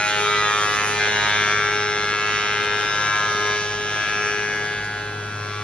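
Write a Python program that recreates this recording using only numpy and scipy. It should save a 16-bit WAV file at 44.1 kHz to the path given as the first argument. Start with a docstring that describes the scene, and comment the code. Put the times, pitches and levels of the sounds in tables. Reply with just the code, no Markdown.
"""A four-sided planer-moulder cuts a board; the microphone moves along it. Throughout, motors drone, noise rushes,
four spindles hum and beat, and chips hiss and patter. At first a rough pair of heads beats in the wood: overtone
sums, one blow a turn. At 1 s a harder, buzzing head bites; the rough pair leaves from 1.35 s. The infeed guard's
shading deepens from 3.3 s; the hum dips at 4 s. Two chips tick on steel at 4.6 and 4.8 s, as the cut grows
duller, dullest at 5.25 s."""
import sys
import numpy as np
from scipy import signal
from scipy.fft import rfft, irfft, next_fast_len
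from scipy.io import wavfile
from scipy.ndimage import uniform_filter1d

SR = 44100
rng = np.random.default_rng(int(sys.argv[2]) if len(sys.argv) > 2 else 0)


def put_to_file(sound):
    """Save the sound as 16-bit audio at rate SR, in the file named by the first command-line argument."""
    columns = np.atleast_2d(sound).T  # one column per channel
    safe = np.clip(columns, -1, 1)
    whole_steps = np.round(safe * 32767)
    wavfile.write(sys.argv[1], SR, whole_steps.astype(np.int16))


N = 248283
TIME = np.arange(N) / SR
BLOCK = 64  # samples per step of the overtone synthesis

# Background
# rush of air and machinery: f/Hz, density/(dB per Hz)
RUSH = [(15, -103.5), (33, -90.5), (55, -64.5), (75, -77.5), (110, -76.5), (160, -68), (260, -71.5),
        (400, -69), (600, -73), (1000, -74.5), (2000, -85.5), (5000, -90), (12000, -103)]
# motors, belts, feed gears: f/Hz, mean level/dB
MOTORS = [(50, -60), (58.3, -71), (88.5, -59), (108.05, -54.5), (116.5, -52), (145.6, -48), (174.5, -59.5),
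          (190.3, -59.5), (312.4, -56), (350, -71.5), (372.2, -58.5)]
# difference against sum: f/Hz, level/dB (tones take a share of it)
WIDTH = [(60, -32), (110, -25), (200, -16), (450, -13), (850, -4.5), (1500, -18), (2100, -12), (2800, -3),
         (4000, -5), (5500, 1.5), (8000, 12)]
# lean to the left: f/Hz, share
LEAN = [(80, -0.033), (200, 0.14), (450, 0.27), (900, 0.063), (2000, .07), (4500, -0.15), (8000, 0)]
SUM_EDGE_HZ, DIFFERENCE_EDGE_HZ = 7250, 11950

# Hum
# four nearly equal spindles: speed/(turns per s), t in step with the first/s
SPINDLES = [(104.259, 0), (104.082, 4.43), (104.381, 4.14), (103.766, 1.28)]
# hum per spindle, on top of HUM_LEVEL: twice a turn/dB, four times a turn (knives)/dB
SPINDLE_TONES = [(-51.5, -42.5), (-56.5, -43.5), (-72, -35.5), (-58.5, -49)]
# grows towards the open heads, dips briefly, fades past them: t/s, relative level/dB
HUM_LEVEL = [(0.05, -16), (.22, 1.5), (1, 3), (2.3, -1), (3.85, 2), (4.02, -13), (4.2, -3.5), (4.7, 0.5),
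             (5.1, -4.5), (5.63, -2.5)]
# out-of-balance last spindle, before trim: t/s, level/dB
DRONE = [(0.03, -46), (1.32, -38), (2.12, -43.5), (3.71, -41), (4.34, -46), (5.4, -33.5), (5.6, -35)]
# eight times the spindle speed, before trim: t/s, level/dB
EIGHTH = [(0.0, -31), (0.09, -30), (0.2, -30), (0.39, -41), (0.44, -32), (0.8, -42), (0.85, -35.5),
          (1.3, -34.5), (1.57, -45), (1.65, -36.5), (1.98, -35), (2.13, -43.5), (2.84, -36.5), (2.88, -42),
          (5.0, -39.5), (5.44, -56.5), (5.6, -44), (5.63, -46)]

# Chips
# torn fibres and flying chips, before modulation: f/Hz, density/(dB per Hz)
CHIPS = [(100, -101), (350, -68.5), (700, -73), (1150, -72.5), (1650, -67.5), (2400, -71.5), (3500, -73.5),
         (5000, -81), (6300, -80.5), (8000, -95.5), (10000, -96), (12000, -111)]
# large chips on steel, before high-pass: t/s, level/dB
CHIP_HITS = [(4.557, -36.5), (4.845, -37)]
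CHIP_FLUTTER_DB = .7
# comb depth of the hiss, peaking at multiples of the turn rate; full above this frequency
HISS_COMB, HISS_COMB_HZ = .85, 2400
THROB = .85  # how far chips gather into puffs, share

# Cutter motion and position
# spindle speeds: t/s, speed/(turns per s)
ROUGH_SPEED = [(0, 104.2), (.35, 104.25), (.7, 104.36), (1.5, 104.3)]
HARD_SPEED = [(1, 104.22), (2, 104.25), (4.4, 104.27), (5, 104.2), (5.63, 104.12)]
# microphone behind the infeed guard: t/s, share 0-1
BEHIND_GUARD = [(0, 0.34), (3.3, 0.03), (3.9, 0.22), (4.35, 0.3), (4.6, 0.55), (4.9, 0.87), (5.25, 1),
                (5.45, 0.37), (5.63, 0.57)]
# direct knife sound fills echo dips between overtones: t/s, share 0-1
DIRECT = [(0, .45), (.85, .45), (1, 0.13), (1.55, 0.62), (2, .1), (2.9, .1), (3.3, .1), (4, .1), (5, 0.23),
          (5.5, 0)]
HARD_ENTERS_S, ENTRY_S = .99, .025
ROUGH_LEAVES_S, EXIT_DB_PER_S = 1.35, 95
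ROUGH_AGAINST_HARD_DB = -9
ROUGH_LATE_TURNS = .2

# Cutter radiation, relative; levelled per register
# head and hood: multiple of spindle speed, level/dB
ROUGH_ORDERS = [(5, -15), (6, -11), (7, -8), (9, -9), (10, -12), (11, 2.5), (12, 8), (13, 7.5), (14, -7),
                (15, -2.5), (16, -3.5), (17, -3.5), (18, -9), (19, -1), (20, -4.5), (21, -11.5), (22, -2),
                (23, -2.5), (24, -7.5)]
HARD_ORDERS = [(5, -18.5), (6, -14), (7, -10.5), (9, -16), (10, -10), (11, -9), (12, 1.5), (13, 3),
               (14, -12), (15, -2.5), (16, 3), (17, -5.5), (18, -15), (19, -10), (20, -0.5), (21, -4.5),
               (22, -7.5), (23, -8.5), (24, -13), (25, -8), (26, -15), (27, -10), (28, -10.5), (29, -17.5),
               (30, -20.5), (31, -10), (32, -15.5)]
# hard head behind the guard: multiple of spindle speed, level/dB
GUARD_ORDERS = [(5, -19), (6, -19.5), (7, -6.5), (9, -23.5), (10, -15.5), (11, -15.5), (12, -16), (13, -4),
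                (14, -5.5), (15, -4), (16, 0.5), (17, -12.5), (18, -16.5), (19, -9), (20, -17.5),
                (21, -20.5), (22, -10.5), (23, -13), (24, -22), (25, -12), (26, -19), (27, -26),
                (28, -14.5), (30, -24), (31, -30.5), (32, -10.5)]
# higher up: f/Hz, level/dB
ROUGH_TREBLE = [(2700, -12), (3200, -9.5), (3650, -10), (4200, -15), (5000, -14.5), (6500, -16),
                (8000, -38), (9000, -25.5), (10500, -41.5), (12000, -34.5)]
HARD_TREBLE = [(3450, -20), (3650, -11.5), (4000, -21), (4600, -18.5), (5100, -16.5), (5700, -10.5),
               (6200, -16), (6600, -27), (8000, -53.5), (10000, -42), (12000, -49.5)]
GUARD_TREBLE = [(3450, -9.5), (3560, -19), (3750, -28.5), (4300, -20.5), (5100, -29.5), (5900, -27.5),
                (8000, -63.5), (12000, -61)]

# Cutter levels, before per-head trim
# rasp, body, growl, bite, sizzle: f low/Hz, f high/Hz
REGISTERS = [(1400, 2400), (1100, 1400), (570, 1100), (2400, 4500), (4500, 7000)]
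# rasp, leading the cut's loudness: t/s, level/dB
LOUDNESS = [(0.03, -21), (.2, -22.5), (0.42, -21), (.62, -22.5), (.85, -21.5), (0.97, -25), (1.02, -19),
            (1.12, -21.5), (1.35, -19.5), (1.55, -19.7), (1.85, -24.5), (2.2, -24), (2.95, -23.5),
            (3.14, -21), (3.36, -24), (3.5, -22), (3.65, -27), (3.82, -28), (4.02, -23.5), (4.59, -24),
            (4.98, -28.5), (5.17, -32.5), (5.33, -32), (5.6, -34.5)]
USUAL_DB = -22.7  # loudness at which followers keep their usual level
# body: t/s, level/dB
BODY = [(0.0, -35), (0.14, -36), (0.27, -27), (0.63, -28), (1.1, -38.5), (1.25, -27), (1.4, -28),
        (1.63, -27), (1.91, -32), (2.13, -29), (2.9, -31), (3.12, -27.5), (3.42, -29.5), (3.7, -39.5),
        (4.22, -31), (4.55, -41.5), (4.61, -37), (4.7, -44.5), (5.05, -42.5), (5.63, -35.5)]
# bite: t/s, level/dB
BITE = [(0, -26.5), (.4, -26), (.8, -29), (.95, -30), (1.03, -25.5), (1.35, -25.5), (1.55, -28.5),
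        (1.85, -30.5), (2.3, -26), (2.9, -27.5), (3.15, -28.5), (3.35, -30.5), (3.52, -27.5), (3.75, -32.5),
        (4.05, -28.5), (4.4, -30.5), (4.6, -36), (4.77, -33), (4.87, -38.5), (4.98, -36), (5.3, -39.5),
        (5.55, -37)]
# growl, sizzle: slope/(dB per dB of loudness), shade behind guard/dB, flicker/dB
REGISTER_RULE = [(0.83, -4, 1.13), (0.52, -13, 1.5)]
FLICKER_PER_S = 4
# lean of the rasp to its top: t/s, tilt/(dB per octave)
RASP_TILT = [(0, -3), (.4, 2), (.9, -4.5), (1.04, 5), (1.25, -3), (1.7, -0.5), (2.2, -7), (2.9, -8.5),
             (3.15, -1), (3.55, 5), (4, 2), (4.5, 0.5), (5, -10), (5.25, 0), (5.45, -1), (5.6, 14)]

# Moving resonances
# hoods, two whines: t/s, centre f/Hz, lift/dB
LOW_WHINE = [(.1, 1334, 14), (.3, 1290, 17), (.55, 1310, 1), (.8, 1180, 1.5), (1.2, 1224, 12),
             (1.8, 1140, -5.5), (2.3, 1330, -1), (3.2, 1286, 8), (3.7, 1280, 21), (4.2, 1340, 10),
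             (4.6, 1340, -9.5), (5.5, 1130, 19)]
HIGH_WHINE = [(.05, 2100, 7.5), (.25, 2030, 5), (.42, 1940, 8.5), (.7, 1700, 2.5), (1.05, 1540, 1),
              (1.5, 1720, -1), (2.2, 1570, -5.5), (3, 1670, 1), (3.5, 1650, 2), (4.1, 1660, 4.5),
              (4.6, 1700, 2), (5, 1540, -3.5), (5.35, 1390, 11)]
# side hood, shrill: t/s, centre f/Hz, lift/dB
SHRILL = [(.05, 3540, -6), (.3, 3750, 4), (.8, 3600, -6), (1.35, 3400, 4.5), (2.4, 3810, 0), (3.3, 3650, 0),
          (3.52, 3700, 4.5), (4.1, 3840, -4.5), (4.45, 3550, -11.5), (4.58, 3450, 8), (4.77, 3500, 6),
          (5.1, 3490, -2)]
# machine bed, hollow: t/s, centre f/Hz, lift/dB
HOLLOW = [(.1, 1010, -0.5), (.55, 1054, 9), (.85, 1080, 4.5), (.95, 970, 4.5), (1.3, 945, 8.5),
          (1.6, 960, -10.5), (2.2, 1030, 1.5), (2.7, 1050, -2.5), (3.15, 1050, 8.5), (3.5, 1030, 9),
          (3.9, 1050, -2), (4.4, 1050, -3), (5.1, 1000, 7.5), (5.55, 1050, 4.5)]
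WHINE_WIDTH_HZ, SHRILL_WIDTH_HZ = 70, 550

# Stroke and echoes
ROUGH_SWEEP_S, HARD_SWEEP_S = .00045, .00012  # spread of the registers within a stroke
ROUGH_SHAKE_RAD, HARD_SHAKE_RAD = .085, .075  # phase jitter from wood grain, at the rasp's pitch
ROUGH_SCATTER_RAD, HARD_SCATTER_RAD = .12, .21  # echo phase spread up to the rasp's pitch, in the open
ROUGH_DRIFT_PER_S, HARD_DRIFT_PER_S = 1.6, .8  # echo drift rate at the rasp's pitch
FASTEST_FADE = 1.3  # drift rate stops rising above this multiple of the rasp's pitch
GUARD_SCATTER = 1.6  # extra scatter behind the guard, where only reflections arrive
RING = .78  # share of the minimum-phase ring
BOUNCE_S, BOUNCE, BOUNCE_HZ = .0031, .45, 3300  # steel frame echo: delay, gain, lowest frequency
TWIN_SLIP_TURNS_PER_S, TWIN_IN_STEP_S, TWIN = -.3, -1.2, .48  # second rough head: slip, t in step, strength


def amp(db):
    """Decibels to gain."""
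    return 10 ** (np.asarray(db) / 20)


def curve(rows, t=TIME, axis=1):
    """One column of a time table, linearly interpolated."""
    rows = np.array(rows)
    return np.interp(t, rows[:, 0], rows[:, axis])


def read(points, hz):
    """A spectrum table, interpolated over log frequency."""
    f, value = np.transpose(points)
    return np.interp(np.log(hz + 1), np.log(f + 1), value)


def wander(t, per_s):
    """Unit-spread smooth chance: twelve random sines with rates around per_s."""
    speed, start = rng.standard_normal((12, 1)), rng.random((12, 1))
    angle = 2 * np.pi * (per_s * speed * t + start)
    return np.sin(angle.astype(np.float32)).sum(0) / np.sqrt(len(speed) / 2)


def slow(per_s):
    """Smooth chance at every sample, interpolated from a coarse grid."""
    t = np.linspace(0, TIME[-1], N // 128)
    return np.interp(TIME, t, wander(t, per_s))


def turns_of(speed):
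    """Turns made by a spindle: integral of its speed."""
    return np.cumsum(curve(speed)) / SR


def in_wood(t=TIME):
    """Engagement of the rough and the hard head, as gains."""
    rough = amp(-np.clip(EXIT_DB_PER_S * (t - ROUGH_LEAVES_S), 0, 40))
    hard = np.clip((t - HARD_ENTERS_S) / ENTRY_S, .005, 1)
    return rough, hard


def colour(pair, spectrum, comb_depth=0):
    """Filter two white noises to a wide sum and difference; a one-turn delay combs them at the turn rate."""
    size = next_fast_len(N)
    hz = np.fft.rfftfreq(size, 1 / SR)
    depth = comb_depth * np.minimum(hz / HISS_COMB_HZ, 1)
    one_turn_late = np.exp(-2j * np.pi * hz / curve(HARD_SPEED).mean())
    comb = (1 + depth * one_turn_late) / np.hypot(1, depth)
    a, b = rfft(pair, size) * amp(read(spectrum, hz)) * comb * np.sqrt(SR / 2)
    side = read(LEAN, hz) * a + amp(read(WIDTH, hz)) * b
    return irfft([a, side], size)[:, :N]


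def tone(hz, level_db, waver_rad, spread, lead_turns=0):
    """Phase-wavering machine tone, as sum and difference; level is RMS."""
    phase = 2 * np.pi * (hz * TIME + lead_turns) + waver_rad * slow(1.2)
    z = np.sqrt(2) * amp(level_db) * np.exp(1j * phase)
    side = read(LEAN, hz) * z.real - spread * amp(read(WIDTH, hz)) * z.imag
    return np.array([z.real, side])


def rush():
    """Steady broadband noise of air and machinery."""
    return colour(rng.standard_normal((2, N)), RUSH)


def motors():
    """Motors, belts and gears: fixed-pitch tones, each wandering in level and phase."""
    return sum(tone(hz, db + 2.0 * slow(1.8), waver_rad=1.0, spread=.7) for hz, db in MOTORS)


def spindle_hum():
    """Tones locked to four nearly equal speeds swell and cancel as the spindles drift in and out of step."""
    first_speed = SPINDLES[0][0]
    out = tone(SPINDLES[-1][0], curve(DRONE) - 0.5, waver_rad=.15, spread=.5)
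    for (speed, in_step_s), levels_db in zip(SPINDLES, SPINDLE_TONES):
        lead = (first_speed - speed) * in_step_s
        for order, db in zip((2, 4), levels_db):
            out += tone(order * speed, db + curve(HUM_LEVEL), waver_rad=.029, spread=.8,
                        lead_turns=order * lead)
    return out + tone(8 * first_speed, curve(EIGHTH) - 2.0, waver_rad=.2, spread=.8)


def chips(follow=0.55, guard_db=-7.0, patter_per_s=300, patter_db=-10, tearing_db=2.0):
    """Noise pulsing once a turn (puffs) plus random decaying strikes on the hoods; level follows the cut."""
    rough, hard = in_wood()
    puff_turns = turns_of(HARD_SPEED) - .1 - ROUGH_LATE_TURNS * (1 - hard)
    puffs = 1 + THROB * np.cos(2 * np.pi * puff_turns)
    strikes = (rng.random(N) < patter_per_s / SR) * rng.exponential(1, N)
    decay = np.exp(-TIME[:400] / .0008)
    patter = signal.oaconvolve(strikes, decay)[:N]
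    size = puffs + amp(patter_db) * patter / patter.std()
    level_db = follow * (curve(LOUDNESS) - USUAL_DB) + guard_db * curve(BEHIND_GUARD)
    level_db = level_db + tearing_db * rough + CHIP_FLUTTER_DB * slow(7.3)
    return colour(size * rng.standard_normal((2, N)), CHIPS, HISS_COMB) * amp(level_db)


def chip_hits(decay_s=0.019, low_hz=3500):
    """Single chips on steel: decaying bursts of high-passed noise."""
    size = sum(amp(db) * (TIME >= s) * np.exp(-abs(TIME - s) / decay_s) for s, db in CHIP_HITS)
    high_pass = signal.butter(2, low_hz, "high", fs=SR, output="sos")
    return signal.sosfilt(high_pass, size * rng.standard_normal((2, N)))


def overtones(orders, treble, count=114):
    """Relative level in dB of every multiple of the spindle speed."""
    base_hz = HARD_SPEED[0][1]
    points = [(k * base_hz, db) for k, db in orders] + treble
    return read(points, base_hz * np.arange(1, count + 1))


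def head_shares(t):
    """Gains of the rough and the hard head; squares sum to one."""
    rough, hard = in_wood(t)
    rough = rough * amp(ROUGH_AGAINST_HARD_DB)
    return np.array([rough, hard]) / np.hypot(rough, hard)


def register_levels(t):
    """Rasp, body, growl, bite, sizzle in dB; growl and sizzle follow loudness, flicker, and the guard shades them."""
    rasp_db = curve(LOUDNESS, t)
    behind = np.clip(curve(BEHIND_GUARD, t), 0, 1)
    growl_db, sizzle_db = (
        USUAL_DB + follow * (rasp_db - USUAL_DB) + shade_db * behind + flicker_db * wander(t, FLICKER_PER_S)
        for follow, shade_db, flicker_db in REGISTER_RULE)
    return [rasp_db, curve(BODY, t), growl_db, curve(BITE, t), sizzle_db]


def resonance_db(rows, width_hz, t, hz):
    """Gaussian lift of each overtone by one moving resonance."""
    offset = (hz - curve(rows, t)[:, None]) / width_hz
    return curve(rows, t, axis=2)[:, None] * np.exp(-.5 * offset ** 2)


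def whine_db(t, hz):
    """Moving hood resonances plus the tilt of the rasp."""
    lo, hi = REGISTERS[0]
    octaves = np.log2(hz / np.sqrt(lo * hi)) * ((hz > lo) & (hz < hi))
    lift_db = curve(RASP_TILT, t)[:, None] * octaves
    for rows, width_hz in ((LOW_WHINE, WHINE_WIDTH_HZ), (HIGH_WHINE, WHINE_WIDTH_HZ), (SHRILL, SHRILL_WIDTH_HZ)):
        lift_db = lift_db + resonance_db(rows, width_hz, t, hz)
    return lift_db


def levelled(shape_db, t, hz, trim_db):
    """Echoes only trade strength between overtones: scale each register's power to the level of the cut."""
    lifts_db = []
    for db, trim, (lo, hi) in zip(register_levels(t), trim_db, REGISTERS):
        power = np.sum(amp(shape_db[:, (hz > lo) & (hz < hi)]) ** 2, 1)
        lifts_db.append(db + trim - 10 * np.log10(power))
    rising = np.argsort(np.array(REGISTERS)[:, 0])
    # short crossfades at the register edges
    edges = (np.array(REGISTERS)[rising] * [1.04, .96]).ravel()
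    weights = np.array([np.interp(hz, edges, np.repeat(row, 2)) for row in np.eye(len(rising))])
    return shape_db + np.array(lifts_db)[rising].T @ weights


def ring_phase(level_db, order):
    """A blow rings after it lands: minimum phase (Hilbert transform of log gain), scaled by RING."""
    mirrored_db = np.c_[level_db[:, :1], level_db, level_db[:, -2::-1]]
    return -RING * signal.hilbert(np.log(amp(mirrored_db))).imag[:, order]


def twin_beats(t, order, strength):
    """A slipping second head beats against the first, faster in each higher overtone."""
    slip_turns = TWIN_SLIP_TURNS_PER_S * (t[:, None] - TWIN_IN_STEP_S)
    return (1 + strength * np.exp(2j * np.pi * slip_turns * order)) / np.hypot(1, strength)


def frame_bounce(hz, gain):
    """The treble of the stroke returns late from the steel frame."""
    back = gain * (hz > BOUNCE_HZ)
    return (1 + back * np.exp(-2j * np.pi * hz * BOUNCE_S)) / np.hypot(1, back)


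def cutter(speed, share, open_db, guarded_db, scatter_rad, drift_per_s, fade_db, shake_rad, trim_db, sweep_s,
           late_turns=0, twin=0, rebound=0):
    """The proudest knife strikes once a turn: a sum of overtones, shifted by echoes as the microphone moves."""
    t, order = TIME[::BLOCK], np.arange(1, len(open_db) + 1)
    hz = curve(speed).mean() * order
    height = hz / np.sqrt(np.prod(REGISTERS[0]))  # multiple of the rasp's pitch

    # short waves scatter sooner; the strong middle register stays one sharp stroke
    blur, pace = np.clip(height, 1, 2), np.minimum(height, FASTEST_FADE)
    fade = np.array([wander(t, r) for r in drift_per_s * pace]).T
    bend = np.array([wander(t, r) for r in drift_per_s * pace / 2]).T
    swing = np.array([wander(t, r) for r in drift_per_s * np.sqrt(pace)]).T

    behind = np.clip(curve(BEHIND_GUARD, t), 0, 1)[:, None]
    direct = np.clip(curve(DIRECT, t), 0, 1)[:, None]
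    shape_db = (1 - behind) * open_db + behind * guarded_db
    smooth_db = 20 * np.log10(uniform_filter1d(amp(shape_db), size=3, axis=1))
    shape_db = (1 - direct) * shape_db + direct * smooth_db
    shape_db = shape_db + whine_db(t, hz) + fade_db * np.sqrt(blur) * fade
    level_db = levelled(shape_db, t, hz, trim_db) + resonance_db(HOLLOW, WHINE_WIDTH_HZ, t, hz)

    # the knife sweeps through the wood: registers sound at slightly different moments
    sweep = 2 * np.pi * hz[0] * np.cumsum(sweep_s * wander(order / len(order), 9))
    # uneven grain frays the high overtones most
    grain = shake_rad * height ** 1.5 * np.array([wander(t, 24) for _ in order]).T
    echoes = scatter_rad * blur ** 2 * (1 + GUARD_SCATTER * behind) * bend
    rotation = 2 * np.pi * (turns_of(speed)[::BLOCK, None] - late_turns) * order
    phase = rotation + ring_phase(level_db, order) - sweep + echoes + grain

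    beats = twin_beats(t, order, twin * np.minimum(height, 1) ** 3)  # the twin sounds thinner
    mid = share[:, None] * amp(level_db) * beats * frame_bounce(hz, rebound) * np.exp(1j * phase)
    mid = mid * ((order > 4) & (order != 8))  # these multiples belong to the hum
    side = mid * (read(LEAN, hz) + 1j * amp(read(WIDTH, hz)) * np.exp(.9j * swing))
    waves = np.exp(2j * np.pi * hz[:, None] * TIME[:BLOCK])
    return np.sqrt(2) * (np.array([mid, side]) @ waves).real.reshape(2, -1)[:, :N]


def cut():
    """Rough beating pair, then hard buzzing head; trims in dB for rasp, body, growl, bite, sizzle."""
    rough_db = overtones(ROUGH_ORDERS, ROUGH_TREBLE)
    hard_db = overtones(HARD_ORDERS, HARD_TREBLE)
    guarded_db = overtones(GUARD_ORDERS, GUARD_TREBLE)
    rough_share, hard_share = head_shares(TIME[::BLOCK])
    rough = cutter(ROUGH_SPEED, rough_share, rough_db, rough_db, scatter_rad=ROUGH_SCATTER_RAD,
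                   drift_per_s=ROUGH_DRIFT_PER_S, fade_db=3.45, shake_rad=ROUGH_SHAKE_RAD,
                   trim_db=[-3.5, 3.5, -13.5, -2.5, -13.0], sweep_s=ROUGH_SWEEP_S,
                   late_turns=ROUGH_LATE_TURNS, twin=TWIN)
    hard = cutter(HARD_SPEED, hard_share, hard_db, guarded_db, scatter_rad=HARD_SCATTER_RAD,
                  drift_per_s=HARD_DRIFT_PER_S, fade_db=2.5, shake_rad=HARD_SHAKE_RAD,
                  trim_db=[-2.0, 1, -15.5, -3.5, -15.5], sweep_s=HARD_SWEEP_S, rebound=BOUNCE)
    return rough + hard


def scene():
    """All sources, from sum and difference to left and right."""
    mid, side = rush() + motors() + spindle_hum() + chips() + chip_hits() + cut()
    return np.array([mid + side, mid - side])


def low_pass(x, edge_hz):
    """Linear-phase low-pass."""
    taps = signal.firwin(255, edge_hz, window=("kaiser", 9), fs=SR)
    return signal.oaconvolve(x, taps, "same")


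def record(dry):
    """Band limit, lower for the sum of the channels than for their difference."""
    left, right = dry
    mid = low_pass((left + right) / 2, SUM_EDGE_HZ)
    side = low_pass((left - right) / 2, DIFFERENCE_EDGE_HZ)
    return np.array([mid + side, mid - side])


dry = scene()
out = record(dry)
put_to_file(out)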